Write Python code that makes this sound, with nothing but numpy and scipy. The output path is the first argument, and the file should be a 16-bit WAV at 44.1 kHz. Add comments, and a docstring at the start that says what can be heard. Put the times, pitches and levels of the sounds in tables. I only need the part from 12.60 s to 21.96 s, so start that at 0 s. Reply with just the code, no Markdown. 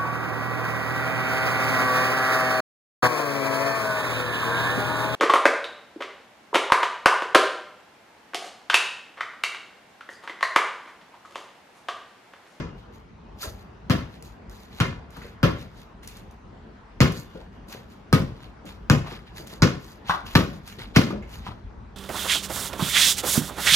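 """Basketball on a walled patio

A ball is dribbled on paving between house walls. Each bounce sums squeezed-air slap, damped modes of the
air inside and a thud of sagging pitch; decaying noise gives the wall echoes. Sandals scuff as shaped noise;
hands, soles and heels strike as damped modes, with noise ticks of grit. Filtered noise makes far
traffic and leaves, wavering sines a faint bird. Two ports in a small body hear the scene in stereo.
"""
import sys
import numpy as np
from scipy import signal
from scipy.fft import rfft, irfft, next_fast_len
from scipy.io import wavfile
from scipy.ndimage import uniform_filter1d, map_coordinates

SR = 44100
rng = np.random.default_rng(int(sys.argv[2]) if len(sys.argv) > 2 else 0)


def inscribe(sig):
    """Save sig as 16-bit PCM at rate SR to the path in sys.argv[1].

    A 1-D sig is mono; a 2-D sig holds one channel per row.
    Samples are clipped to [-1, 1] before scaling.
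    """
    pcm = np.round(np.clip(np.atleast_2d(sig).T, -1, 1) * 32767)
    wavfile.write(sys.argv[1], SR, pcm.astype(np.int16))


N = 412776

# Traffic and leaves, relative spectrum: (frequency [Hz], density [dB per Hz])
AIR_SPECTRUM = [(12, -14.5), (20, -16.5), (49, 0), (77, -6.5), (120, -9), (138, -12), (210, -8), (285, -16),
                (446, -16), (527, -20.5), (825, -19.5), (897, -18.5), (16000, -60.5)]
# Drift of the background: (time [s], rumble level [dB], rustle level before a fixed lift [dB])
AIR_LEVEL = [(0.0, -46, -55.5), (0.63, -51, -58), (1.07, -47.5, -56.5), (3.2, -48.5, -57),
             (7.5, -48, -56.5), (8.5, -44, -56), (9.36, -47, -59)]
# Left-right likeness of the background: (frequency [Hz], correlation)
AIR_LIKENESS = [(60, 0.95), (180, 0.96), (550, 0.031), (1650, 0.13), (4970, 0.32), (15000, 0.13)]
# Far whistles, before flutter: (time [s], length [s], frequency [Hz], level [dB])
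BIRD_WHISTLES = [(.07, 0.11, 2830, -63.5), (0.58, .13, 2520, -67), (4.6, 0.2, 2860, -69),
                 (4.65, 0.08, 3550, -69), (4.85, 0.2, 2870, -70)]
# Soles dragged on slabs: (time of full level [s], rise [s], hold [s], grit level [dB], rubber over grit [dB])
SCUFFS = [(0.186, 0.033, 0.0027, -59.5, 5), (0.341, 0.024, .003, -53.5, -6),
          (0.823, 0.028, 0.0044, -26, -11.5), (0.99, 0.077, .02, -54, -7), (1.546, 0.091, .01, -54, 1),
          (1.64, .008, 0.033, -48, -11), (1.91, .01, 0.12, -49.5, -8), (2.174, 0.12, 0.032, -47, -1),
          (2.525, .01, 0.16, -53, 0.5), (2.993, 0.073, 0.023, -47.5, 0), (3.187, 0.1, 0.027, -53, -2),
          (3.431, .008, 0.018, -48, -5), (3.49, .01, 0.094, -50.5, -2), (4.572, 0.059, 0.013, -36.5, -12),
          (4.74, 0.16, 0.078, -61, 3.5), (4.935, .02, 0.018, -68, 2), (5.098, 0.021, 0.025, -41, -9),
          (5.134, 0.022, 0.0094, -42.5, 0), (5.31, 0.031, 0.018, -53, -7), (5.832, 0.23, 0.024, -60.5, 7.5),
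          (6.066, 0.012, 0.025, -45, 0), (6.468, 0.026, 0.081, -50.5, 6.5),
          (6.669, 0.018, 0.0067, -68, 16.5), (6.77, 0.024, .004, -38, -7),
          (6.782, 0.005, 0.0044, -40.5, -9), (6.869, 0.0093, 0.01, -46, -6), (6.9, .015, 0.025, -42, -7),
          (7.233, 0.074, 0.089, -47, -8), (7.495, 0.033, 0.0075, -39.5, 9.5),
          (7.663, 0.011, 0.14, -41.5, -1), (7.91, 0.14, 0.049, -50.5, -8), (8.073, 0.037, 0.04, -43.5, -4),
          (8.189, 0.0094, 0.036, -48.5, 7.5), (8.356, 0.012, 0.02, -43, 12),
          (8.732, 0.062, 0.012, -40.5, -5), (8.863, 0.047, 0.009, -54, 12.5)]
# Relative spectra of the drags: (frequency [Hz], density [dB per Hz])
GRIT_SPECTRUM = [(2000, -32), (3500, -0.5), (4800, 2.5), (5600, -6), (6500, 2), (9000, -5.5), (12000, 5.5),
                 (15500, 2.5)]
RUBBER_SPECTRUM = [(300, -3), (800, 8.5), (1500, 11), (2500, 12), (4000, 11.5), (6000, -3.5)]
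# Grit and finger ticks, before a fixed lift: (time [s], level [dB])
TICKS = [(0.339, -67), (0.8302, -20), (.843, -33), (1.625, -32), (1.897, -39), (2.506, -40), (2.5696, -35),
         (2.621, -51), (2.666, -42.5), (3.1752, -49), (3.434, -39), (3.4752, -25), (3.5706, -34.5),
         (3.711, -43), (4.522, -27), (5.086, -36), (5.828, -44), (6.055, -37), (6.7441, -61),
         (6.8732, -29.5), (7.657, -45.5), (8.077, -27.5), (8.184, -52), (8.6253, -50)]
# Heels landing: (time [s], level [dB], lowest mode [Hz])
HEELS = [(0.875, -23.5, 65), (1.898, -33, 51.7), (2.571, -33.5, 167), (3.202, -52, 59.2), (4.748, -34, 190),
         (5.082, -37, 205), (6.047, -30.5, 189), (8.174, -41, 160), (8.529, -21.5, 214),
         (8.887, -25, 113.6), (9.049, -24, 56), (9.177, -30, 58)]
# Cupped hands or soles smacking, a quick echo of one smack, and the middle-pitched ring of some grit ticks:
# (time [s], level [dB], cup mode [Hz], T60 [s], yard over direct [dB])
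SMACKS = [(0.829, -34, 1340, 0.11, 10), (.843, -30.5, 500, .05, 13), (2.563, -31, 1250, 0.011, 6.5),
          (2.618, -30.5, 2010, 0.016, 1), (2.645, -34.5, 470, 0.092, 1), (3.434, -50, 2150, 0.033, -1),
          (4.752, -32.5, 434, 0.14, 11), (5.148, -22, 420, 0.014, 3.5), (6.464, -25, 910, 0.017, 7),
          (6.52, -24, 367, 0.051, -1.5), (6.799, -21.5, 413, 0.013, 4.5), (6.929, -17, 424, 0.0085, 1.5),
          (7.496, -1.5, 1110, 0.016, 0.5), (7.4992, -18, 1110, 0.018, -2), (7.5067, -17.5, 1250, .04, -3.5),
          (8.077, -47.5, 1960, 0.028, 10.5), (8.122, -42, 2300, 0.037, 3), (8.185, -32, 367, 0.041, 9),
          (8.505, -13.5, 311.5, 0.039, 7.5), (8.507, -23, 1185, 0.03, -3), (8.624, -36, 2140, 0.023, 3.5),
          (8.866, -19.5, 1007, 0.024, -0.5)]
# Bounces: (time [s], slap [dB], thud [dB], thud swell [ms], thud pitch [Hz], thud lag [ms],
# thud let-go [ms], ring [dB], wall echo delay [ms], wall echo [dB], treble [dB], yard [dB],
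# yard middle [dB], yard treble [dB])
BOUNCES = [(-.057, -3.5, -8.5, 7.5, 102, 2.5, 9.3, -31, 5, -5, -23, 9, -11, -31),
           (1.2985, -31.5, -5.5, 7.3, 113, 2.06, 8.3, -23, 1.6, -24, 4.5, 9.5, -3.8, 3),
           (2.2021, -13, -10, 5.6, 108, 2.7, 16, -24.5, 4.7, -11, 6, 7, 4.5, -27.5),
           (2.8304, -24, -4, 6.1, 123, 2.2, 15, -16, 11.5, -29, -4.5, 11.5, 0, -10),
           (4.4050, 3.5, -5.5, 2.4, 110, 2.65, 16, -11, 1.4, -10.5, -10.5, 11, 2, -0.5),
           (5.528, -9.5, -2.5, 5, 127.7, 3, 19, -13, 2.2, -18, 2.5, 6.5, -3, 6),
           (6.2993, -4.5, -4, 4.8, 106, 2.9, 12, -14, 1.8, -24, 4, 4, 0.5, 0),
           (7.0214, 4.5, -6, 2.6, 111, 2.13, 16, -16.5, 3.44, 3, -9, 11.5, 1.8, -6),
           (7.753, -11.5, -3, 3.9, 119, 2.22, 9.5, -14, 3.37, 4.5, 6, 9.5, -1.5, 5.5),
           (8.362, -10, -0.5, 5.3, 130, 3.63, 11, -16, 2.64, 1.5, 5.5, 11, 0, 4)]
# Modes of the ball's shell on the slab: (frequency [Hz], level [dB], T60 [s])
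SHELL_MODES = [(94.7, 5, 0.044), (170.4, 5.5, 0.065), (251, -5.5, 0.1), (346, -9.5, 0.088),
               (431, -4, 0.051), (499, -9.5, 0.15)]
# Modes of the air in the ball, before scatter: (frequency [Hz], level [dB], T60 [s])
CAVITY_MODES = [(675, 9, 0.002), (936, -10.5, .12), (1159, -10.5, 0.17), (1250, -6, 0.19),
                (1550, 7.5, 0.013), (1665, -11.5, 0.09), (1920, -22, 0.054), (2253, -17, 0.2),
                (2446, -15.5, 0.099), (2670, -18, 0.2), (3280, -16.5, 0.082), (3640, -22, .09),
                (4190, -14.5, 0.13)]
# Noise of an impact, relative spectrum: (frequency [Hz], density [dB per Hz])
IMPACT_SPECTRUM = [(40, -12), (300, 9), (500, 2.5), (750, -12), (1100, 1.5), (2300, -4), (3300, -4.5),
                   (5000, -8.5), (8000, -16), (16000, -8.5)]
# Decay of the wall echoes: (frequency [Hz], T60 [s])
YARD_T60 = [(60, 0.55), (120, 0.23), (200, 0.32), (400, 0.39), (700, 0.43), (2000, 0.39), (6000, 0.35),
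            (14000, 0.28)]
# Colour of the wall echoes: (frequency [Hz], level [dB])
YARD_COLOUR = [(50, -1), (120, -4), (200, -6.5), (400, 0), (700, 1), (2000, 0.5), (6000, -2.5), (14000, -2)]
# Left-right likeness of the wall echoes: (frequency [Hz], correlation)
YARD_LIKENESS = [(60, 1), (250, 1), (600, 0.16), (2000, 0.22), (3200, 0.045), (6000, 0.41), (12000, 1)]
# Left port against right: (frequency [Hz], phase lead [rad], level difference [dB])
PORTS = [(30, .2, 1.5), (150, .45, 2.5), (350, .9, 2.5), (900, .9, 4.5), (1400, .85, 2), (1900, 1.1, 0),
         (2900, 2.2, -1.5), (4000, 3.8, -.5), (5200, 5, 0), (6800, 6.2, 0), (7800, 8.3, 0), (9400, 9.5, 0),
         (11000, 10.5, 0), (13500, 12.4, 0), (16000, 12.6, 0)]
# Response to the half-sum of the ports: (frequency [Hz], gain [dB])
MID_RESPONSE = [(20, -45), (40, -1), (60, 0.5), (6000, -1.5), (8000, -8), (10000, -9), (13000, -11.5),
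                (16000, -30)]
# Response to the half-difference of the ports: (frequency [Hz], gain [dB])
SIDE_RESPONSE = [(30, 2), (300, -2), (9000, -1), (11500, -10), (13000, -26), (16000, -19)]

TOP_HZ = 16600  # band limit
LEAD = SR // 4  # spare samples ahead of time zero, for a bounce already under way
HIT_T = np.arange(SR // 6) / SR  # time axis of one impact [s]
RISE_DB, FALL_DB_PER_S = 20, 218  # a drag climbs this far over its rise, then dies away at this speed
HEEL_TOP_RATIO = 2.75  # a heel's top mode over its lowest
PRESSED_HZ, SAG_S, CONTACT_S = 241, 0.0038, 0.0052  # extra pitch at first, its decay; time on the slab
THUD_T60_S = 0.11
SHELL_DB, SHELL_SCATTER_DB = -8, 1.5  # the shell under the thud; its scatter between bounces
CAVITY_SCATTER_DB, CAVITY_SPREAD = 2.5, 0.012  # the flexing ball varies mode strength and relative pitch
BOUNCE_YARD_DB = 1.5  # wall echoes against the direct sound of a bounce
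NEAR_WALLS_DB, NEAR_WALLS_S = 3.5, 0.025  # the closest walls answer louder above the bass, this long
# A far wall answers late in the middle pitches: delay, pitch, lift of the tail, level of its clean copy
FAR_WALL_S, FAR_WALL_HZ, FAR_WALL_DB, FAR_COPY_DB = 0.0515, 1300, 5, -13


def amp(db):
    """Decibels to amplitude ratio."""
    return 10 ** (np.asarray(db) / 20)


def unit(x):
    """Normalization to unit RMS."""
    return x / np.sqrt(np.mean(x ** 2) + 1e-20)


def along(points, hz):
    """Interpolation of (frequency, value) points on a log frequency axis."""
    f, v = np.transpose(points)
    return np.interp(np.log(hz + 1), np.log(f + 1), v)


def curves(rows):
    """Linear interpolation to one value per sample for each column after the time."""
    s, *cols = np.transpose(rows)
    return [np.interp(np.arange(N) / SR, s, c) for c in cols]


def wobble(rate):
    """Spline through random knots, rate of them a second."""
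    knots = rng.standard_normal(int(N * rate / SR) + 4)
    return map_coordinates(knots, [np.arange(N) * rate / SR])


def patches(shape, bins, frames):
    """Random field of unit RMS, smoothed over frequency bins and time frames."""
    field = uniform_filter1d(rng.standard_normal(shape), size=bins, axis=0)
    return unit(uniform_filter1d(field, size=frames, axis=1))


def likeness_angle(points, hz):
    """Mid-side mixing angle: the cosine of its double is the left-right correlation."""
    return np.arccos(np.clip(along(points, hz), -1, 1)) / 2


def filtered(x, response):
    """Linear filtering: the spectrum times a complex frequency response."""
    n = x.shape[-1]
    m = next_fast_len(n + 4096)
    return irfft(rfft(x, m) * response(np.fft.rfftfreq(m, 1 / SR)), m)[..., :n]


def delay(hz, seconds):
    """Pure delay as a phase proportional to frequency."""
    return np.exp(-2j * np.pi * hz * seconds)


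def ring(modes, t, scatter_db, attack):
    """Modal synthesis: exponentially damped sines at freshly scattered strengths."""
    wave = 0
    for hz, db, t60 in modes:
        wave = wave + amp(db + scatter_db * rng.normal() - 60 * t / t60) * np.sin(2 * np.pi * hz * t)
    return wave * (1 - np.exp(-t / attack))


def add(track, s, sound):
    """Superposition: mix a sound in at s seconds."""
    part = track[:, LEAD + round(s * SR):][:, :sound.shape[-1]]
    part += sound[..., :part.shape[1]]


def air():
    """Broadband ambient noise: traffic rumbles and leaves rustle, in drifting patches."""
    rumble_db, rustle_db = curves(AIR_LEVEL)
    z = signal.stft(rng.standard_normal((2, N)), nperseg=512)[2]
    field = patches(z.shape[1:], bins=6, frames=14)
    pair = signal.istft(z * amp(2.0 * field), nperseg=512)[1][:, :N]

    def mid_side(hz):
        turn = likeness_angle(AIR_LIKENESS, hz)
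        return amp(along(AIR_SPECTRUM, hz)) * [np.cos(turn), np.sin(turn)]

    mid, side = filtered(pair, mid_side)
    both = np.array([mid + side, mid - side]) * amp([[.6], [-.6]])  # slightly louder on the left
    swell = amp(1.3 * wobble(5))  # passing traffic
    low = filtered(both, lambda hz: 1 / (1 + (hz / 160) ** 4))
    return swell * amp(rumble_db) * unit(low) + amp(rustle_db + 8.0) * unit(both - low)


def birds():
    """Frequency and amplitude modulation: far whistles waver, blurred by the air on the way."""
    t = np.arange(N) / SR
    waver = np.cumsum(40 * wobble(80)) / SR  # cycles
    whistles = 0
    for s, length, hz, db in BIRD_WHISTLES:
        fade = np.clip(np.minimum(t - s, s + length - t) / 0.012, 0, 1)
        whistles = whistles + amp(db) * fade * np.sin(2 * np.pi * (hz * t + waver))
    return amp(3 * wobble(40)) * whistles


def drags():
    """Friction envelopes of grit and rubber: each drag rises, holds and fades, and powers add."""
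    t, grit, rubber = np.arange(N) / SR, np.zeros(N), np.zeros(N)
    for s, rise, hold, db, dull_db in SCUFFS:
        climb_db = RISE_DB * np.clip(s - t, 0, 1) / rise
        fall_db = FALL_DB_PER_S * np.clip(t - s - hold, 0, 1)
        shape = amp(db - climb_db - fall_db)
        grit, rubber = np.hypot(grit, shape), np.hypot(rubber, amp(dull_db) * shape)
    return grit, rubber


def patchy(x, patchy_db):
    """Time-frequency modulation: random patches of gain."""
    z = signal.stft(x, nperseg=256)[2]
    field = patches(z.shape[-2:], bins=4, frames=5)
    return signal.istft(z * amp(patchy_db * field), nperseg=256)[1][..., :N]


def scuffs():
    """Sliding friction: grit crackles under a dragged sole; the rubber adds a duller rub."""
    grit_gain, rub_gain = drags()
    stones = 1 + 2.5 * (rng.random(N) < 2500 / SR) * rng.exponential(size=N)  # about 2500 a second
    grains = rng.standard_normal((4, N)) * stones * amp(0.83 * wobble(70))
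    grains = patchy(grains, patchy_db=2.2)
    grit = unit(filtered(grains[:2], lambda hz: amp(along(GRIT_SPECTRUM, hz))))
    rub = unit(filtered(grains[2:], lambda hz: amp(along(RUBBER_SPECTRUM, hz))))
    near, spread = grit_gain * grit + rub_gain * rub
    return near + 0.4 * spread * [[1], [-1]]


def wall_levels(hz, t):
    """Reverberant decay in dB over frequency and time, each frequency at its own speed."""
    hz = hz[:, None]
    walls_db = 1.2 * rng.standard_normal(len(t))  # single walls stand out
    walls_db = walls_db + 1.5 * patches((len(hz), len(t)), bins=4, frames=3)  # each has its own colour
    far_pitch = np.log((hz + 1) / FAR_WALL_HZ) ** 2
    far_db = FAR_WALL_DB * np.exp(-((t - FAR_WALL_S) / 0.003) ** 2 - far_pitch)
    near_db = NEAR_WALLS_DB * np.exp(-(t / NEAR_WALLS_S) ** 2) * np.tanh(hz / 600) ** 2
    return walls_db + far_db + near_db + along(YARD_COLOUR, hz) - 60 * t / along(YARD_T60, hz)


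def yard(x):
    """Convolution reverberation: a fresh tail of decaying noise stands for the wall echoes."""
    hz, t, z = signal.stft(rng.standard_normal((2, SR // 2)), SR, nperseg=256)
    turn = likeness_angle(YARD_LIKENESS, hz)[:, None]
    mid, side = z[0] * np.cos(turn), z[1] * np.sin(turn)
    pair = np.array([mid + side, mid - side])
    tail = signal.istft(pair * amp(wall_levels(hz, t)), SR, nperseg=256)[1]
    onset = np.clip(np.arange(tail.shape[1]) / SR / 0.0043, 0, 1)
    return signal.fftconvolve(x[None], tail * onset * 0.059, axes=1)


def impact_colour(hz):
    """Spectral shaping shared by impact noise and impact clicks."""
    return amp(along(IMPACT_SPECTRUM, hz))


def puff(t60):
    """Turbulent air at an impact: exponentially decaying coloured noise."""
    return unit(filtered(rng.standard_normal(len(HIT_T)), impact_colour)) * amp(-60 * HIT_T / t60)


def bang():
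    """Impulse excitation: one coloured click, set late to leave room for the zero-phase filter."""
    return filtered(1.0 * (np.arange(len(HIT_T)) == 128), impact_colour)


def ticks(track):
    """Micro-impacts: grit and fingers tick as very short bright noise."""
    for s, db in TICKS:
        noise = np.convolve(rng.standard_normal(len(HIT_T)), [1, -.6], 'same')
        add(track, s, amp(db + 1.5 - 60 * HIT_T / 0.012) * noise)
        add(track, s, amp(db + 10.0) * yard(np.array([1, -.7])))


def heels(track):
    """Low-frequency modal impact: landing heels excite three damped modes."""
    for s, db, hz in HEELS:
        modes = [(hz, 0, .07), (hz * 1.53, -3, .05), (hz * HEEL_TOP_RATIO, -7, .04)]
        thump = amp(db) * ring(modes, HIT_T, 0.31, 0.28 / hz)
        add(track, s, thump)
        add(track, s, amp(-2.5) * yard(thump))


def smacks(track):
    """Cavity resonance: air trapped under a cupped hand or sole rings briefly; the same damped ring gives a
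    quick echo of a smack and the middle-pitched body of some grit ticks."""
    click = bang()
    for s, db, hz, t60, yard_db in SMACKS:
        modes = [(hz * 0.803, -6, t60), (hz, 0, t60), (hz * 1.206, -5, t60),
                 (hz * 3.3, -14, t60), (170, -15, t60 * 3)]
        cup = ring(modes, HIT_T, 1.0, 1.42 / hz)
        add(track, s, amp(db) * (cup + 0.112 * puff(t60)))
        add(track, s + FAR_WALL_S, amp(db + FAR_COPY_DB) * cup)
        to_yard = cup * amp(-60 * HIT_T / 0.01) + hz / 900 * click
        add(track, s, amp(db + yard_db) * yard(to_yard))


def tilt(db, above_hz=3500):
    """First-order shelf: a cleaner contact is brighter."""
    return lambda hz: (1 + 1j * hz / above_hz * amp(db)) / (1 + 1j * hz / above_hz)


def thud(t, swell, hz, let_go):
    """Contact stiffening: the flattened ball booms high and sags in pitch; then only the shell rings on."""
    turns = hz * t + PRESSED_HZ * SAG_S * (1 - np.exp(-t / SAG_S))  # cycles
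    release = np.exp(-(np.maximum(t - CONTACT_S, 0) / let_go) ** 2)  # the ball leaves the slab
    boom = (1 - np.exp(-t / swell)) * amp(-60 * t / THUD_T60_S) * release * np.sin(2 * np.pi * turns)
    return 1.78 * boom + amp(SHELL_DB) * ring(SHELL_MODES, t, SHELL_SCATTER_DB, 0.0063)


def slap_and_ring(slap_db, ring_db):
    """Air squeezed out at contact, and cavity modes of the air inside the ball."""
    squeezed = [(2300, -3, .0028), (5000, -1, .0018), (6500, 0, .0015), (12000, -8, .001)]
    slap = ring(squeezed, HIT_T, 1, .0001)
    cavity = [(hz * (1 + CAVITY_SPREAD * rng.normal()), db, t60) for hz, db, t60 in CAVITY_MODES]
    inside = 0.55 * ring(cavity, HIT_T, CAVITY_SCATTER_DB, 0.0004) + 2.2 * puff(0.01)
    return amp(slap_db) * slap + amp(ring_db) * inside


def bounces(track):
    """Impact of an elastic shell: slap, cavity ring and thud, reflected by the walls."""
    click = bang()
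    for (s, slap_db, thud_db, swell_ms, pitch_hz, lag_ms, let_go_ms, ring_db, echo_ms, echo_db,
         treble_db, yard_db, yard_middle_db, yard_treble_db) in BOUNCES:
        bright = filtered(slap_and_ring(slap_db, ring_db), tilt(treble_db))
        echo = amp(echo_db) * filtered(bright, lambda hz: delay(hz, echo_ms / 1000) / (1 + 1j * hz / 4000))
        thud_t = np.maximum(HIT_T - lag_ms / 1000, 0)
        deep = amp(thud_db) * thud(thud_t, swell_ms / 1000, pitch_hz, let_go_ms / 1000)
        add(track, s, bright + echo + deep)

        far = filtered(bright + echo, lambda hz: 1 / (1 + 1j * hz / (2 * FAR_WALL_HZ)) ** 2)
        add(track, s + FAR_WALL_S, amp(FAR_COPY_DB) * far)

        to_yard = filtered(filtered(click, tilt(yard_middle_db, 1500)), tilt(yard_treble_db))
        bright_part = amp(-4.5 - 60 * HIT_T / 0.0028) * bright
        deep_part = amp(1.5 - 60 * HIT_T / 0.063) * deep
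        deep_part = filtered(deep_part, lambda hz: delay(hz, .012))  # the boom returns from further off
        add(track, s, amp(BOUNCE_YARD_DB) * yard(amp(yard_db) * to_yard + bright_part + deep_part))


def hits():
    """Superposition of all impacts, each heard direct and through the yard."""
    track = np.zeros((2, N + LEAD))
    ticks(track)
    heels(track)
    smacks(track)
    bounces(track)
    return track[:, LEAD:]


def ports(x):
    """Diffraction: the small body turns the phase and shades the level differently at each port."""
    f, turn, db = np.transpose(PORTS)

    def half(hz):
        return np.exp(.5j * np.interp(hz, f, turn)) * amp(.5 * np.interp(hz, f, db))

    return filtered(x, lambda hz: np.array([half(hz), 1 / half(hz)]))


def scene():
    """Superposition of the ambient field and the near sources shaded by the ports."""
    return air() + birds() + ports(scuffs() + hits())


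def record(dry):
    """Mid-side equalization of the ports, then soft saturation of peaks and a band limit."""
    mid = filtered((dry[0] + dry[1]) / 2, lambda hz: amp(along(MID_RESPONSE, hz)))
    side = filtered((dry[0] - dry[1]) / 2, lambda hz: amp(along(SIDE_RESPONSE, hz)))
    x = np.array([mid + side, mid - side])
    x = x / (1 + np.abs(x / .95) ** 6) ** (1 / 6)
    return filtered(x, lambda hz: hz < TOP_HZ)


dry = scene()
out = record(dry)
inscribe(out)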